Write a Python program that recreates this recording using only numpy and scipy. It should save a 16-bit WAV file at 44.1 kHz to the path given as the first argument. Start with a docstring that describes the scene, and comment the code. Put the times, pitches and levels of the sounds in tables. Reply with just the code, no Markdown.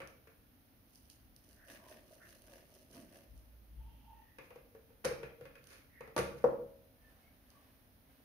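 """Chopped nuts shaken onto flour

A quiet kitchen, heard through two microphones: chopped nuts are shaken from a small cup onto flour in a
glass bowl. Random collisions excite short noisy resonances for the ticks in the cup, and duller ones for
the patter on the flour and the bowl's air. Something hollow and wooden, like a drawer, rattles, clacks
twice and shuts with a thud: each blow rings its box, panels, cabinet and fittings. Near the end a hand
stirs faintly in the bowl. Room tone, hiss, low swells and thin whistles, made of shaped noise, lie behind."""
import sys
import numpy as np
from scipy import signal
from scipy.fft import rfft, irfft
from scipy.io import wavfile

SR = 44100
rng = np.random.default_rng(int(sys.argv[2]) if len(sys.argv) > 2 else 0)


def generate_wav(sig):
    """Save sig (samples, or channels by samples) to the path in sys.argv[1] as 16-bit PCM at SR."""
    pcm = np.round(np.clip(np.atleast_2d(sig).T, -1, 1) * 32767).astype(np.int16)
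    wavfile.write(sys.argv[1], SR, pcm)


N = 363546
TIME = np.arange(N) / SR  # seconds
FLAT = [(20, 0), (20000, 0)]  # white colour: pitch_hz, level_db


def from_db(db):
    """Decibels to gain."""
    return 10 ** (np.asarray(db) / 20)


def rms_one(x):
    """Scale to unit rms."""
    return x / np.sqrt(np.mean(x ** 2) + 1e-20)


def unit_energy(x):
    """Scale a response to unit energy per channel."""
    return rms_one(x) / np.sqrt(x.shape[-1])


def at_hz(points, hz):
    """Read a table on a log-frequency axis."""
    table_hz, value = np.transpose(points)
    return np.interp(np.log(np.maximum(hz, 1)), np.log(table_hz), value)


def gains(rows, fall_db_per_s):
    """Gain curve of swells (peak_s, rise_s, hold_s, level_db): each climbs 20 dB in rise_s, holds, dies away."""
    level_db = np.full(N, -200.)
    for peak_s, rise_s, hold_s, db in rows:
        climb_db = 20 * np.maximum(peak_s - TIME, 0) / rise_s
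        fall_db = fall_db_per_s * np.maximum(TIME - peak_s - hold_s, 0)
        level_db = np.maximum(level_db, db - climb_db - fall_db)
    return from_db(level_db)


# Likeness of diffuse sound at the two microphones: pitch_hz [Hz], likeness [1 = identical, 0 = unrelated]
MICROPHONE_LIKENESS = [(100, 0.85), (300, 0.74), (550, 0.41), (1000, 0), (2000, 0), (16000, 0)]


def noise(spectrum, size=N):
    """Stereo noise of a given colour, alike at both microphones in the bass; rms 1."""
    hz = np.fft.rfftfreq(size, 1 / SR)
    alike = at_hz(MICROPHONE_LIKENESS, hz)
    mid, side = np.exp(2j * np.pi * rng.random((2, len(hz))))
    both = np.sqrt(1 + alike) * mid + np.sqrt(1 - alike) * side * [[1], [-1]]
    return rms_one(irfft(both * from_db(at_hz(spectrum, hz)), size))


def fading(t60, size):
    """Exponential decay by 60 dB in t60 seconds."""
    return np.exp(-np.log(1000) * TIME[:size] / t60)


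def through(x, response):
    """Pass a signal through a mono or stereo response."""
    return signal.fftconvolve(np.atleast_2d(x), response, axes=-1)[:, :N]


def causal(spectrum, size):
    """Minimum-phase filter of a given colour: nothing sounds early, and a soft contact starts softly."""
    log_gain = np.log(from_db(at_hz(spectrum, np.fft.rfftfreq(size, 1 / SR))))
    cepstrum = irfft(log_gain, size)
    return np.exp(rfft(cepstrum * (1 + np.sign(np.fft.fftfreq(size)))))


def contact(spectrum, t60, size=8192):
    """One contact: a dense cluster of resonances that dies quickly; unit energy."""
    burst = noise(FLAT, size=size) * fading(t60, size)
    return unit_energy(irfft(rfft(burst) * causal(spectrum, size), size))


def hits(times, levels_db, spectrum, t60):
    """A fresh contact at every given time."""
    out = np.zeros((2, N))
    for start_s, db in zip(times, levels_db):
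        at = int(start_s * SR)
        sound = contact(spectrum, t60)[:, :N - at]
        out[:, at:at + sound.shape[1]] += from_db(db) * sound
    return out


def clicks_at(times, levels_db):
    """One click at each given time."""
    out = np.zeros(N)
    out[(times * SR).astype(int)] = from_db(levels_db)
    return out


def ring(clicks, hz, t60):
    """A unit click sets a decaying sine of starting height 1 ringing."""
    r, w = np.exp(-np.log(1000) / (t60 * SR)), 2 * np.pi * hz / SR
    return signal.lfilter([0, np.sin(w)], [1, -2 * r * np.cos(w), r * r], clicks + 1e-18)


def resonate(x, hz, width_hz):
    """A resonance with gain 1 on top."""
    r = np.exp(-np.pi * width_hz / SR)
    feed = np.array([1, 0, -1]) * (1 - r * r) / 2
    return signal.lfilter(feed, [1, -2 * r * np.cos(2 * np.pi * hz / SR), r * r], x + 1e-18)


def struck(times, levels_db, modes, uneven_db):
    """Every blow excites each mode (pitch_hz, level_db, t60_s) with a strength of its own."""
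    out = np.zeros(N)
    for k, (hz, db, t60) in enumerate(modes):
        strength_db = levels_db + db + uneven_db * rng.standard_normal(len(times))
        blows = clicks_at(times, strength_db)
        out += (-1) ** k * resonate(ring(blows, hz, t60), hz, hz / 2)
    return out


def cavity(resonances, size=4096):
    """Response of a few broad resonances side by side, alternating in sign; unit energy."""
    impulse = signal.unit_impulse(size)
    response = np.zeros(size)
    for k, (hz, width_hz, db) in enumerate(resonances):
        response += (-1) ** k * from_db(db) * resonate(impulse, hz, width_hz)
    return unit_energy(response)[None]


def collisions(level, per_s):
    """Random clicks of uneven size that come thicker as the flow grows; their rms follows level."""
    rate = per_s * (0.18 + level / level.max())  # clicks per second
    sizes = rms_one(from_db(3.5 * np.minimum(rng.exponential(1, N), 3)))
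    signs = rng.choice([-1, 1], N)
    happens = rng.random(N) < rate / SR
    return level * sizes * signs * happens * np.sqrt(SR / rate)


def grains(level, spectrum, per_s, t60, count=6):
    """Collisions dealt among pieces that each ring in their own way."""
    clicks, piece = collisions(level, per_s), rng.integers(0, count, N)
    return sum(through(clicks * (piece == k), contact(spectrum, t60, size=2048)) for k in range(count))


# Reverberation of the kitchen: pitch_hz [Hz], t60_s [s]
KITCHEN_DECAY = [(100, 0.78), (500, 0.55), (1200, 0.43), (3000, 0.47), (8000, 0.35), (15000, 0.38)]


def kitchen(size=32768, count=9):
    """The room's response: a diffuse tail that builds up in a few ms, each octave with its own decay."""
    hz, t = np.fft.rfftfreq(size, 1 / SR), TIME[:size]
    white = rfft(noise(FLAT, size=size))
    octave = np.clip(np.log2(np.maximum(hz, 1) / 62.5), 0, count - 1)
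    tail = np.zeros((2, size))
    for k in range(count):
        band = irfft(white * np.maximum(1 - abs(octave - k), 0))
        tail += band * fading(at_hz(KITCHEN_DECAY, 62.5 * 2 ** k), size)
    return unit_energy(tail * (1 - np.exp(-t / 0.00056)))


# Colour of the still room: pitch_hz [Hz], level_db [dB per Hz]
STILL_ROOM = [(13, -37), (22, -15), (43, -1), (103, -3.5), (141, -9), (184, -11), (264, -5), (378, -18.5),
              (505, -16.5), (675, -17.5), (839, -20), (969, -23.5), (1810, -24), (2670, -26.5), (7000, -34),
              (9100, -57), (15400, -120)]
# Colour of the microphone hiss: pitch_hz [Hz], level_db [dB per Hz]
MICROPHONE_HISS = [(5000, -31), (7500, -23.5), (9300, -5), (12000, 1), (16000, 1.5)]
# Swells of a soft low rumble: peak_s [s], rise_s [s], hold_s [s], level_db [dB]
RUMBLE_SWELLS = [(1.26, 0.1, .02, -62.5), (3.32, 0.041, 0.068, -52), (3.76, 0.086, 0.082, -47.5)]
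# Colour of the low rumble: pitch_hz [Hz], level_db [dB per Hz]
RUMBLE_COLOUR = [(20, -34), (30, -30), (42, 0), (58, 16), (75, -33), (110, -6.5), (250, -27.5), (800, -82)]
ROOM_TONE_DB, HISS_DB, RUMBLE_FALL_DB_PER_S = -66.5, -70, 53


def background():
    """Steady room tone and hiss, with low noise that swells and dies away."""
    room_tone = from_db(ROOM_TONE_DB) * noise(STILL_ROOM)
    hiss = from_db(HISS_DB) * noise(MICROPHONE_HISS)
    rumble = gains(RUMBLE_SWELLS, RUMBLE_FALL_DB_PER_S) * noise(RUMBLE_COLOUR)
    return room_tone + hiss + rumble


# Faint squeaks and thin whistles:
# start_s [s], length_s [s], start_hz [Hz], end_hz [Hz], width_hz [Hz], level_db [dB, before the mix]
THIN_WHISTLES = [(1.546, 0.18, 1608, 1750, 397, -70.5), (1.76, 0.19, 1020, 950, 220, -70),
                 (2.194, 0.055, 1400, 1900, 400, -63.5), (3.649, 0.74, 3050, 2800, 610, -82.5),
                 (3.77, 0.18, 882, 892, 70, -71.5), (3.995, 0.243, 863, 891, 75, -65),
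                 (4.11, 0.32, 1840, 1895, 130, -78.5), (5.885, 0.23, 1960, 1913, 396, -67.5),
                 (6.987, 0.16, 1745, 1780, 89.7, -79), (7.177, .16, 2137, 2246, 118.5, -81),
                 (7.53, 0.099, 1127, 1173, 81.2, -77)]


def whistles(room):
    """Narrow bands of noise glide in pitch, swell and fade, with the room's tail around them."""
    out = np.zeros(N)
    for start_s, length_s, start_hz, end_hz, width_hz, db in THIN_WHISTLES:
        progress = np.clip((TIME - start_s) / length_s, 0, 1)
        phase = 2 * np.pi * np.cumsum(start_hz + (end_hz - start_hz) * progress) / SR
        lowpass = signal.butter(2, width_hz / 2, fs=SR, output="sos")
        waver = rms_one(signal.sosfilt(lowpass, rng.standard_normal((2, N))))
        tone = waver[0] * np.cos(phase) + waver[1] * np.sin(phase)
        out += from_db(db) * np.sin(np.pi * progress) * tone
    return from_db(-0.5) * out + from_db(3.0) * through(out, room)


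# Strokes of the fingers in the bowl: peak_s [s], rise_s [s], hold_s [s], level_db [dB, before the mix]
FINGER_STROKES = [(7.1, 0.27, 0.1, -70.5), (7.54, 0.28, 0.11, -69.5), (8.1, 0.11, 0.09, -72)]
# Colour of nuts rubbing, stirred or shaken: pitch_hz [Hz], level_db [dB per Hz]
RUSTLE_COLOUR = [(500, -26.5), (900, -5), (1200, 2), (1400, -2), (1600, 6), (2150, -0.5), (2700, 3.5),
                 (3500, -5), (6000, -10)]
STIR_FALL_DB_PER_S = 37.5


def fingers():
    """A hand stirs softly through flour and nuts, and the bowl's air answers; no room tail is added."""
    level = gains(FINGER_STROKES, STIR_FALL_DB_PER_S)
    rustle = from_db(-3.0) * grains(level, RUSTLE_COLOUR, per_s=3900, t60=0.018, count=3)
    bowl_air = resonate(collisions(level, per_s=1800), hz=555, width_hz=220)
    return rustle + from_db(13.5) * bowl_air


# Blows on the drawer, levels before the mix:
# start_s [s], hollow_db [dB], pitch_hz [Hz, hollow knock], thud_db [dB], clack_db [dB]
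DRAWER_BLOWS = [(0.003, -53, 506, -59.5, -50.5), (0.018, -52.5, 537, -58.5, -54),
                (0.272, -59, 453, -88, -64), (4.385, -56.5, 444, -56, -55.5),
                (4.505, -54.5, 487, -59.5, -62), (4.558, -48.5, 479, -61, -63.5),
                (4.749, -52, 449, -65, -66.5), (4.903, -58, 474, -76, -76), (5.042, -46.5, 490, -47, -58),
                (5.047, -38, 506, -46.5, -44), (5.0514, -32.5, 532, -45.5, -42),
                (5.065, -39, 495, -49, -59), (5.111, -32.5, 474, -49.5, -60), (5.231, -37.5, 474, -58, -51),
                (5.41, -44, 488, -75, -61), (5.454, -52.5, 537, -67, -58.5), (5.554, -72, 580, -77, -60),
                (6.007, -46.5, 480, -53.5, -55.5), (6.075, -52, 445, -60.5, -63.5),
                (6.164, -36.5, 614, -36, -44.5), (6.178, -36, 461, -39, -42.5), (6.188, -26, 474, -45, -44),
                (6.441, -18, 486.4, -31, -60)]
# Modes of the drawer's panels: pitch_hz [Hz], level_db [dB], t60_s [s]
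PANEL_MODES = [(130, -17.5, 1), (332, 0, 0.39), (392, -16.5, 0.74), (474, 4, 0.69), (547, 8.5, 0.68),
               (627, -2.5, 0.91), (656, -20.5, 0.14), (756, 0, 0.16), (836, -16, 0.56), (1010, -17.5, 0.13),
               (930, -21, 0.9), (1213, -26.5, 0.11), (1370, -29.5, 0.25)]
# Low modes of the cabinet: pitch_hz [Hz], level_db [dB], t60_s [s]
CABINET_MODES = [(56, -6.5, 0.21), (70, -7, 0.73), (103, -4.5, .2), (137, -1.5, 0.46), (157.6, -2, 0.22),
                 (196.5, -5.5, 0.31), (248, -10.5, 0.24)]
# Short-lived modes of the drawer's front: pitch_hz [Hz], level_db [dB], t60_s [s]
FRONT_MODES = [(348, 1.5, 0.08), (713, -5.5, 0.029), (765, -7, 0.027), (920, -2, 0.058), (977, -8.5, 0.079),
               (1152, 0, 0.065), (1253, -10.5, 0.096), (1484, -14, 0.048), (1750, -29.5, 0.043),
               (1900, -30, 0.053), (2800, -31.5, 0.096)]
# Colour of the dull thud: pitch_hz [Hz], level_db [dB per Hz]
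THUD_COLOUR = [(100, -27.5), (200, -6), (330, -5.5), (400, -4.5), (560, 3.5), (720, -0.5), (950, -2),
               (1250, -6), (1550, -15), (1880, -18), (2150, -31), (2700, -38.5), (4000, -41), (8000, -46)]
# The cabinet's boom follows the force of a blow: its level for a firm blow, and dB per dB
FIRM_BLOW_DB, BOOM_DB, BOOM_FOLLOWS = -38.5, -44, 1.16


def drawer_body(room):
    """Each blow sounds the hollow box at its own pitch, shakes the cabinet and leaves the panels ringing."""
    start_s, hollow_db, pitch_hz, thud_db, clack_db = np.transpose(DRAWER_BLOWS)
    force_db = (hollow_db + clack_db) / 2
    boom_db = BOOM_DB + BOOM_FOLLOWS * (force_db - FIRM_BLOW_DB)
    hollow = np.zeros(N)
    for blow_s, db, hz in zip(start_s, hollow_db, pitch_hz):
        hollow += ring(clicks_at(blow_s, db + 4.0), hz, t60=0.096)
    # the box takes a few cycles to build up
    hollow = signal.sosfilt(signal.butter(2, [370, 640], "band", fs=SR, output="sos"), hollow)
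    panels = from_db(-25.0) * struck(start_s, hollow_db, PANEL_MODES, uneven_db=2.0)
    boom = from_db(-4.5) * struck(start_s, boom_db, CABINET_MODES, uneven_db=4.0)
    # the front rings with a few strong modes among many weak ones
    thud = from_db(-5.5) * struck(start_s, thud_db, FRONT_MODES, uneven_db=4.0)
    thud = thud + from_db(27.0) * hits(start_s, thud_db, THUD_COLOUR, t60=0.059)
    tail = through(from_db(-6.5) * hollow + from_db(-1.0) * thud + from_db(-6.0) * boom, room)
    # box and panels are a little louder in the left microphone
    return (hollow + panels) * from_db([[1.3], [-1.3]]) + boom + thud + tail


# Brightness of a clack, strongest in the hardest: clack_db [dB], snap_db [dB above the clack]
SNAP_BY_CLACK = [(-60, -8), (-49, -11), (-45, 3)]
# Colour of the clack: pitch_hz [Hz], level_db [dB per Hz]
CLACK_COLOUR = [(200, -16), (500, 4), (800, -13.5), (1250, -2), (1700, -3), (2000, -5.5), (2450, -2),
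                (3100, -14.5), (5000, -28), (9000, -46)]
# Colour of the bright snap: pitch_hz [Hz], level_db [dB per Hz]
SNAP_COLOUR = [(1500, -30), (3000, 0), (4300, 3), (5600, 3), (6700, 3), (8200, -3.5), (9500, 3.5),
               (11500, -1.5), (15500, -15)]
# Modes of the metal fittings: pitch_hz [Hz], level_db [dB], t60_s [s]
FITTING_MODES = [(1710, -38, 0.22), (1683, -18.5, 0.33), (2266, -16, .38), (2360, -10, 0.19),
                 (3050, -15.5, .2), (3740, -34.5, 0.38), (3850, -19.5, .27), (5240, -22, 0.29),
                 (10150, -17, 0.24), (9943, -17, 0.21)]
# Short slides between the blows: peak_s [s], rise_s [s], hold_s [s], level_db [dB, before the mix]
DRAWER_SLIDES = [(4.43, .05, .01, -65), (5.72, 0.1, 0.013, -54.5), (6.39, 0.24, 0.034, -61.5)]
SLIDE_FALL_DB_PER_S = 145


def drawer_clatter(room):
    """Blows add a clack, a bright snap and a ring of the fittings; a slide is a run of tiny slips."""
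    start_s, _, _, _, clack_db = np.transpose(DRAWER_BLOWS)
    snap_db = clack_db + np.interp(clack_db, *np.transpose(SNAP_BY_CLACK))
    clack = from_db(27.5) * hits(start_s, clack_db, CLACK_COLOUR, t60=0.044)
    snap = from_db(23.0) * hits(start_s, snap_db, SNAP_COLOUR, t60=0.031)
    metal = from_db(-8.5) * struck(start_s, snap_db, FITTING_MODES, uneven_db=0.0)
    slips = gains(DRAWER_SLIDES, SLIDE_FALL_DB_PER_S)
    slide = from_db(-6.0) * grains(slips, CLACK_COLOUR, per_s=3400, t60=0.013, count=5)
    slide += from_db(-10.5) * grains(slips, SNAP_COLOUR, per_s=830, t60=0.018, count=5)
    tail = through(from_db(3.0) * clack + from_db(-1.0) * snap + from_db(-3.5) * slide, room)
    return clack + snap + metal + slide + tail


# Shakes of the cup, about five a second, levels before the mix:
# peak_s [s], rise_s [s], ticking_db [dB, in the cup], patter_db [dB, in the bowl], bulk_db [dB, of the dose]
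CUP_SHAKES = [(0.95, .1, -68, -96, -94), (1.098, .015, -67, -90, -75), (1.49, 0.12, -69.5, -72, -75),
              (1.701, 0.098, -64.5, -61.5, -58.5), (1.907, 0.16, -67, -58, -64),
              (2.115, 0.11, -68, -62, -72.5), (2.315, 0.21, -64.5, -65.5, -67),
              (2.521, 0.16, -65, -59, -66), (2.743, 0.14, -67.5, -62, -76.5),
              (2.95, 0.1, -61.5, -58.5, -66), (3.144, 0.15, -66.5, -62.5, -66.5),
              (3.36, 0.15, -75.5, -73, -85)]
# The main mass of nuts slips out at once and sinks into the flour:
# peak_s [s], rise_s [s], hold_s [s], level_db [dB, before the mix]
MAIN_MASS = [(2.955, .08, 0.036, -53.5)]
# Lumps of nuts dropping onto the heap: start_s [s], level_db [dB, before the mix]
NUT_LUMPS = [(1.687, -52), (1.721, -47), (1.844, -52.5), (1.914, -42.5), (2.108, -51.5), (2.495, -51),
             (2.957, -51), (2.991, -57)]
# The heap of flour yielding: pitch_hz [Hz], width_hz [Hz], level_db [dB]
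FLOUR_HEAP = [(197, 122, -1.5), (259, 110, 2), (340, 91, -4)]
# Air in the bowl: pitch_hz [Hz], width_hz [Hz], level_db [dB]
BOWL_AIR = [(359, 54, -13.5), (610, 90, -2.5), (655, 127, -6.5), (950, 52, -22.5), (1210, 35, -23)]
# Each dose runs briefly at full flow, then dies away
DOSE_HOLD_S, CUP_FALL_DB_PER_S, LANDING_FALL_DB_PER_S = 0.014, 124, 100
# The dose's bulk sets how much the pieces rub and how heavily they land
RUB_DB, WEIGHT_DB = -3.5, -1.5


def nuts_landing(room):
    """With each shake, pieces land dully on the flour and sound the bowl's air; lumps drop among them."""
    doses = [(peak_s, rise_s, DOSE_HOLD_S, bulk_db + WEIGHT_DB) for peak_s, rise_s, _, _, bulk_db in CUP_SHAKES]
    patter = [(peak_s, rise_s, DOSE_HOLD_S, db) for peak_s, rise_s, _, db, _ in CUP_SHAKES]
    weight = gains(doses + list(MAIN_MASS), LANDING_FALL_DB_PER_S)
    landing = gains(patter, LANDING_FALL_DB_PER_S)
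    lump_s, lump_db = np.transpose(NUT_LUMPS)
    thumps = from_db(-4.0) * through(collisions(weight, per_s=1500), cavity(FLOUR_HEAP))
    pats = from_db(-2.0) * collisions(landing, per_s=420)
    pats += from_db(14.5) * clicks_at(lump_s, lump_db)
    direct = thumps + through(pats, cavity(BOWL_AIR))
    return direct + from_db(-5.0) * through(direct, room)


# Single pieces striking the cup, and light taps: start_s [s], level_db [dB, before the mix]
SINGLE_TICKS = [(0.0742, -55), (0.9573, -58), (1.1, -53.5), (1.3631, -56), (1.53, -63), (1.7026, -64),
                (1.722, -58), (2.291, -59), (2.42, -59), (2.9477, -59), (3.377, -64.5), (5.641, -60),
                (5.6712, -55.5), (7.503, -61)]
# Colour of a tick against the cup: pitch_hz [Hz], level_db [dB per Hz]
TICK_COLOUR = [(1500, -44), (2900, 9), (3600, -1), (4500, 6.5), (6200, 7.5), (8000, 0.5), (9600, 8.5),
               (12000, 4.5), (15500, -8)]


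def nuts_rattling(room):
    """With each shake, pieces rub on each other and tick against the cup; single ticks stand out."""
    rubs = [(peak_s, rise_s, DOSE_HOLD_S, bulk_db + RUB_DB) for peak_s, rise_s, _, _, bulk_db in CUP_SHAKES]
    ticks = [(peak_s, rise_s, DOSE_HOLD_S, db) for peak_s, rise_s, db, _, _ in CUP_SHAKES]
    rubbing = gains(rubs, CUP_FALL_DB_PER_S)
    ticking = gains(ticks, CUP_FALL_DB_PER_S)
    tick_s, tick_db = np.transpose(SINGLE_TICKS)
    rustle = from_db(3.0) * grains(rubbing, RUSTLE_COLOUR, per_s=230, t60=0.012, count=10)
    crackle = from_db(-1.5) * grains(ticking, TICK_COLOUR, per_s=420, t60=0.014, count=8)
    singles = from_db(20.0) * hits(tick_s, tick_db, TICK_COLOUR, t60=0.0079)
    direct = rustle + crackle + singles
    return direct + from_db(-3.0) * through(direct, room)


def scene():
    """All sources in the kitchen."""
    room = kitchen()
    behind = background() + whistles(room)
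    drawer = drawer_body(room) + drawer_clatter(room)
    nuts = fingers() + nuts_landing(room) + nuts_rattling(room)
    return behind + drawer + nuts


NOTCH_DEPTH, CUTOFF_HZ = 0.79, 15600  # depth of the treble notch (0-1); top of the microphones' range


def record(dry):
    """The right microphone is brighter than the left; both have a deep notch in the treble and a cut top."""
    left, right = dry
    left = left - 0.5 * resonate(left, hz=5400, width_hz=5300)
    right = right + 0.61 * resonate(right, hz=5860, width_hz=4500)
    both = np.array([left, right])
    both = both - NOTCH_DEPTH * resonate(both, hz=7394, width_hz=1860)
    both = both + 0.5 * resonate(both, hz=9480, width_hz=590)  # a narrow lift above the notch
    return signal.sosfilt(signal.ellip(12, 0.1, 70, CUTOFF_HZ, fs=SR, output="sos"), both)


dry = scene()
out = record(dry)
generate_wav(out)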